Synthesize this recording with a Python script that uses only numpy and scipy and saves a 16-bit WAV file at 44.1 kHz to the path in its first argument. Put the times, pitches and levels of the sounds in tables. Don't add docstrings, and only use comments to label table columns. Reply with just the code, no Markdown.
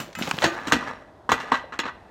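import sys
import numpy as np
from scipy import signal
from scipy.fft import rfft, irfft, next_fast_len
from scipy.io import wavfile

SR = 44100
rng = np.random.default_rng(int(sys.argv[2]) if len(sys.argv) > 2 else 0)


def dump(signal):
    limited = np.clip(np.atleast_2d(signal).T, -1, 1)
    pcm = np.round(limited * 32767).astype(np.int16)
    wavfile.write(sys.argv[1], SR, pcm)


N = 92610
AGE = np.arange(32768) / SR

TONE_HZ = [200, 1100, 4500, 12000]
# frequency in Hz, level in dB, T60 in seconds.
FRAME_MODES = [(275, -3.5, 0.066), (472, -5.5, 0.13), (924.5, -1, 0.093), (1090, -13, 0.14),
               (1225, -4.5, 0.16), (1713, -8.5, 0.13), (1564, -12, 0.27), (1945, -8, 0.26),
               (2616, -16.5, 0.2), (2800, -13, 0.14), (4010, -13.5, 0.1), (5520, -21, 0.083)]


def undb(db):
    return 10 ** (np.asarray(db) / 20)


def add(out, start_s, x):
    i = max(int(start_s * SR), 0)
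    out[i:i + len(x)] += x[:N - i]


def colour(x, points, unit=False):
    size = next_fast_len(len(x) + 4096, True) // 2 * 2
    point_hz, point_db = np.array(points, float).T
    bin_hz = np.arange(size // 2 + 1) * SR / size
    gain = undb(np.interp(np.log(bin_hz + 1), np.log(point_hz), point_db))
    if unit:
        gain = gain / np.sqrt(np.mean(gain ** 2))
    cepstrum = irfft(np.log(gain))
    cepstrum[1:size // 2] *= 2
    cepstrum[size // 2 + 1:] = 0
    response = np.exp(rfft(cepstrum))
    return irfft(rfft(x, size) * response)[:len(x)]


def walk(rate_hz, size):
    position = np.arange(size) * rate_hz / SR
    return np.interp(position, np.arange(size), rng.standard_normal(size))


def grains(spread, size):
    x = rng.standard_normal(size) * np.exp(spread * walk(1500, size))
    return x / x.std()


def burst(decay_s, points, spread=0.):
    x = colour(grains(spread, len(AGE)) * np.exp(-AGE / decay_s), points)
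    return x * np.sqrt(SR * decay_s / 2) / np.linalg.norm(x)


def ring(modes):
    twin_split_hz, twin_db = 28.4, -1
    out = 0
    for hz, db, t60_s in modes:
        drift, split, phase = rng.standard_normal(3)
        t = AGE[:int(min(t60_s * 1.5, .74) * SR)].astype(np.float32)
        omega = float(2 * np.pi * hz * (1 + .002 * drift))
        twin_omega = omega + float(2 * np.pi * twin_split_hz * split)
        twin = undb(twin_db) * np.sin(twin_omega * t + float(np.pi * phase))
        fade = np.exp(-t * float(np.log(1000) / t60_s))
        mode = rng.choice([-1, 1]) * undb(db) * (np.sin(omega * t) + twin) * fade
        out = out + np.pad(mode, (0, len(AGE) - len(t)))
    return out


def air():
    # frequency in Hz, level in dB.
    air_colour = [(15, -24), (25, -3), (64, 5), (207, -1.5), (318, 0.5), (515, -5), (621, 3), (1910, -16.5),
                  (2560, -28), (3440, -24), (4870, -30.5), (12400, -42), (15000, -55.5)]
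    level_db, wander_db = -50, 0.82
    noise = colour(rng.standard_normal(N), air_colour, True)
    return undb(level_db + wander_db * walk(8, N)) * noise


def rider_slide():
    # time in seconds, level in dB before flutter.
    slide = [(0, -39.5), (0.139, -59), (.19, -39), (.235, -33.5), (.255, -36), (.30, -38.5), (.35, -39),
             (.40, -36.5), (.52, -46), (1.0, -86.5)]
    # frequency in Hz, level in dB.
    scrape = [(60, -8.5), (250, 7.5), (600, -4), (1300, 2.5), (2500, -3.5), (4500, -8), (7000, -10),
              (9000, -23), (15000, -22)]
    grain_spread, flutter_db = .6, 1.8
    pressure_db = np.interp(np.arange(N) / SR, *np.array(slide).T) + flutter_db * walk(70, N)
    return undb(pressure_db) * colour(grains(grain_spread, N), scrape, True)


def rider_thumps():
    # start in seconds, level in dB, decay in seconds, centre in Hz, slap (tilt by 900 Hz) in dB.
    thumps = [(0.001, -28.5, .016, 229, -6), (0.074, -40.5, 0.017, 152, -17.5),
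              (0.169, -33.5, 0.013, 184, -39.5), (0.2127, -20, 0.0044, 198, -6),
              (0.2739, -23.5, 0.0087, 247, -4), (0.312, -26, 0.002, 298, 11.5),
              (0.337, -25.5, 0.007, 180, -9), (0.381, -25, 0.0034, 237, -2), (0.447, -29, 0.025, 120, 7.5)]
    # ratio to the centre, level in dB.
    thump_colour = [(.2, -36.5), (.5, -4), (1.0, 4.5), (1.6, -7.5), (3, -6.5), (7, -13), (15, -21),
                    (60, -49.5)]
    out = np.zeros(N)
    for start_s, db, decay_s, centre_hz, slap_db in thumps:
        push = burst(decay_s, [(centre_hz * ratio, gain_db) for ratio, gain_db in thump_colour])
        add(out, start_s, undb(db) * colour(push, [(300, 1.1), (900, 5.5 + slap_db)]))
    return out


def handlebar():
    # start in seconds, middle, treble and top gain in dB, rasp in dB, rasp decay in seconds.
    clinks = [(0.001, -42, -42.5, -43, 4, .028), (0.1515, -35, -41, -51, 10, .008),
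              (0.187, -44, -45, -42, 3, .022)]
    # frequency in Hz, level in dB, T60 in seconds.
    tube_modes = [(1322, -2, .22), (1620, -2, .12), (2040, -2, .13), (2290, -4, .18), (2570, -3.5, .24),
                  (2966, -5, .26), (5905, -8, .17), (7230, -3.5, .21), (7450, -9, .16), (9017, -11, .14),
                  (11090, -13, .14), (13600, -8, .16), (14220, -9, .14)]
    # frequency in Hz, level in dB.
    rasp_colour = [(300, -10.5), (1900, 0), (4000, -7.5), (7000, -6), (9500, -14), (14000, -14)]
    out = np.zeros(N)
    for start_s, middle_db, treble_db, top_db, rasp_db, decay_s in clinks:
        tone = list(zip(TONE_HZ[1:], (middle_db, treble_db, top_db)))
        clink = ring(tube_modes) + undb(rasp_db) * burst(decay_s, rasp_colour)
        add(out, start_s, colour(clink, tone))
    return out


def street(x):
    # band centre in Hz, level in dB, T60 in seconds.
    echo_bands = [(120, -72, .8), (280, -19, 1), (620, -12.5, 0.94), (1240, -17.5, 0.34), (1900, -17, 0.64),
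                  (3900, -14.5, 0.41), (7500, -35, 0.53), (12860, -22, .4)]
    rise_s, house_s, house_spread_s, house_gain = 0.011, 0.085, 0.026, 0.37
    bin_hz = np.arange(len(AGE) // 2 + 1) * SR / len(AGE)
    log_centres = np.log([row[0] for row in echo_bands])
    noise = rfft(rng.standard_normal(len(AGE)))
    houses = house_gain * np.exp(-((AGE - house_s) / house_spread_s) ** 2)
    swell = 1 - np.exp(-AGE / rise_s) + houses
    tail = 0
    for share, (_, db, t60_s) in zip(np.eye(len(echo_bands)), echo_bands):
        fade = swell * np.exp(-np.log(1000) * AGE / t60_s)
        band = irfft(noise * np.interp(np.log(bin_hz + 1), log_centres, share))
        tail = tail + undb(db) * band * fade / np.linalg.norm(fade)
    return signal.fftconvolve(x, tail)[:N]


def deck():
    # start in seconds, level in dB, centre in Hz.
    deck_knocks = [(0.089, -24, 554), (0.312, -5, 1253), (0.4255, -2.5, 582), (0.4375, -2, 845),
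                   (0.4432, -7, 1780), (0.4504, -4, 1794), (0.458, -1, 1773), (0.7149, -4, 1190),
                   (0.7232, 6, 1390), (0.7255, 1, 1138), (0.7257, -1.5, 275.2), (0.827, -5.5, 1140),
                   (1.2911, 3, 1058), (1.3036, -9, 1120), (1.3169, 4.5, 1090), (1.3215, -6.5, 518),
                   (1.325, -11, 279), (1.5196, 8.5, 1071), (1.5251, -16, 289), (1.5402, 1, 1107),
                   (1.438, -20, 522), (1.640, -16.5, 602), (1.7912, -4, 1051), (1.7913, -15.5, 314.5),
                   (1.7924, -3.5, 1730), (1.854, -11.5, 1135)]
    # ratio to the centre, level in dB, T60 in cycles of the centre.
    deck_modes = [(0.884, -26, 102), (0.998, -0.5, 11.4), (1.172, -31, 100)]
    rise_cycles = 1.12
    out = np.zeros(N)
    for start_s, db, centre_hz in deck_knocks:
        cycles = centre_hz * AGE
        knock = 0
        for ratio, gain_db, t60_cycles in deck_modes:
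            fade = np.exp(-np.log(1000) * cycles / t60_cycles)
            knock = knock + undb(gain_db) * np.sin(2 * np.pi * ratio * cycles) * fade
        rise = (1 - np.exp(-cycles / rise_cycles)) ** 2
        add(out, start_s, undb(db) * knock * rise)
    return out


def grit_snaps():
    # start in seconds, level in dB, decay in seconds, centre in Hz.
    snaps = [(0.129, -41, 0.0044, 4140), (0.2233, -20.5, 0.0047, 3250), (0.230, -31.5, 0.012, 3740),
             (0.2757, -27.5, 0.0018, 3400), (0.291, -33.5, 0.0015, 7800), (0.3119, -22, 0.0012, 5940),
             (0.3127, -14.5, .001, 2800), (0.343, -37.5, 0.0033, 4260), (0.387, -15.5, 0.0014, 3150),
             (0.4411, -21.5, 0.0036, 6000), (1.5198, -20.5, .004, 2530)]
    # ratio to the centre, level in dB.
    snap_colour = [(.03, -19.5), (.3, -4.5), (.65, -3), (1.0, -1), (1.3, -4.5), (1.7, -13), (2.6, -26.5),
                   (5, -49)]
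    out = np.zeros(N)
    for start_s, db, decay_s, centre_hz in snaps:
        points = [(centre_hz * ratio, gain_db) for ratio, gain_db in snap_colour]
        add(out, start_s, undb(db) * burst(decay_s, points))
    return out


def scooter():
    # start in seconds, thud, middle, treble and top gain in dB, rattle in dB,
    # rattle decay in seconds, frame ring in dB (halved in amplitude below).
    blows = [(0.188, -24, -26.5, -40, -22, -5, 0.018, -26), (0.4206, -28.5, -24, -15.5, -23, 5.5, 0.016, 1),
             (0.4418, -12, -15, -6.5, -12, -1.5, 0.019, -7),
             (0.671, -25, -29.5, -23, -21, 3.5, 0.023, -0.5),
             (0.7222, -16.5, -8.5, -5.5, -7, -1, 0.01, -8.5),
             (0.7334, -5.5, -20.5, -9.5, -12.5, -4, 0.019, -1.5),
             (1.2926, -18.5, -22.5, -18.5, -23, -2.5, 0.033, 0.5),
             (1.3175, -16, -11, -11, -9, -3, 0.017, -3), (1.402, -44, -28.5, -25, -27.5, -5, 0.029, -1.5),
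             (1.5185, -19, -19, -21, -26.5, 3.5, 0.014, 2.5), (1.541, -39, -20, -22.5, -30.5, 1, 0.025, 1),
             (1.723, -46, -33.5, -38, -47, 5.5, 0.025, 4.5), (1.7904, -29, -23.5, -15, -20.5, 0, 0.014, 2),
             (1.835, -38, -33.5, -33.5, -57, 4.5, 0.013, 5),
             (1.855, -27.5, -27, -27.5, -39, 1, 0.017, -3.5), (1.879, -50, -27.5, -33, -47, 3.5, 0.013, 1)]
    # frequency in Hz, level in dB.
    clack_colour = [(30, -19), (70, 0), (150, -0.5), (250, 7.5), (390, -2), (700, 0.5), (1000, 2.5),
                    (1750, 3.5), (2200, -6), (3000, -8), (4100, -12.5), (4900, -19), (6600, -16),
                    (8500, -24.5), (10500, -35.5), (13000, -31), (16000, -40)]
    crack_s, bass_hz, bass_lag_s, rattle_spread = 0.0056, 328, 0.0024, .5
    bass_filter = signal.butter(2, bass_hz, fs=SR, output="sos")
    out = np.zeros(N)
    for start_s, thud_db, middle_db, treble_db, top_db, rattle_db, decay_s, ring_db in blows:
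        crack = burst(crack_s, clack_colour)
        rattle = undb(rattle_db) * burst(decay_s, clack_colour, rattle_spread)
        rattle = rattle * (1 - np.exp(-AGE / crack_s))
        frame = undb(ring_db) * .5 * ring(FRAME_MODES)
        tone = list(zip(TONE_HZ, (thud_db, middle_db, treble_db, top_db)))
        hit = colour(crack + rattle + frame, tone)
        bass = signal.sosfilt(bass_filter, hit)
        add(out, start_s, hit - bass * np.exp(-AGE / bass_lag_s))
    return out


def skid():
    # time in seconds, level in dB.
    drag = [(.44, -80), (.5, -37), (.62, -38), (.72, -39), (.83, -34.5), (.9, -36), (1.0, -52),
            (1.28, -86.5), (1.38, -39), (1.5, -39), (1.68, -60)]
    # frequency in Hz, level in dB.
    skid_colour = [(100, -7), (700, 3), (1100, 6.5), (1900, 1.5), (2400, -8), (7000, -24), (15000, -47.5)]
    ring_db, grain_spread = -4.5, .6
    ticks = grains(grain_spread, N) * undb(np.interp(np.arange(N) / SR, *np.array(drag).T))
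    frame = ring(FRAME_MODES)
    ringing = signal.fftconvolve(ticks, frame / np.linalg.norm(frame))[:N]
    return colour(ticks, skid_colour, True) + undb(ring_db) * ringing


def rail():
    # start in seconds, level in dB.
    rail_hits = [(0.4415, -25)]
    # frequency in Hz, level in dB, T60 in seconds.
    rail_modes = [(329, 3.5, .32), (551, -6, .32), (678, -6, .42), (1206, -6, .36), (1513, -3, .32),
                  (1841, -12, .4), (2900, -8, .16), (3984, -11, .2), (4500, -11, .14), (6551, -12, .2),
                  (6790, -10, .19)]
    out = np.zeros(N)
    for start_s, db in rail_hits:
        add(out, start_s, undb(db) * ring(rail_modes))
    return out


def fittings():
    # start in seconds, level in dB.
    pings = [(0.4425, -28), (0.7217, -30), (1.319, -30), (1.801, -34.5)]
    # frequency in Hz, level in dB, T60 in seconds.
    fitting_modes = [(2440, -8, .26), (2735, -3, .1), (2960, -6, .1), (3215, -9, .1), (3460, 3, .07),
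                     (3950, -5, .08), (4660, -13, .11), (5280, -11, .1), (6075, -4, .06), (6690, -6, .09),
                     (6950, -8, .07)]
    out = np.zeros(N)
    for start_s, db in pings:
        add(out, start_s, undb(db) * ring(fitting_modes))
    return out


def scene():
    rider = rider_slide() + rider_thumps() + grit_snaps()
    tumble = scooter() + deck() + fittings() + skid() + handlebar()
    near = rider + tumble + rail()
    return (near + street(near) + air())[None]


def record(dry):
    bass_cut_hz, top_hz = 38, 15900
    thin = signal.sosfilt(signal.butter(2, bass_cut_hz, "high", fs=SR, output="sos"), dry)
    clipped = np.clip(thin, -1, 1)
    return signal.sosfilt(signal.ellip(8, .2, 70, top_hz, fs=SR, output="sos"), clipped)


dry = scene()
out = record(dry)
dump(out)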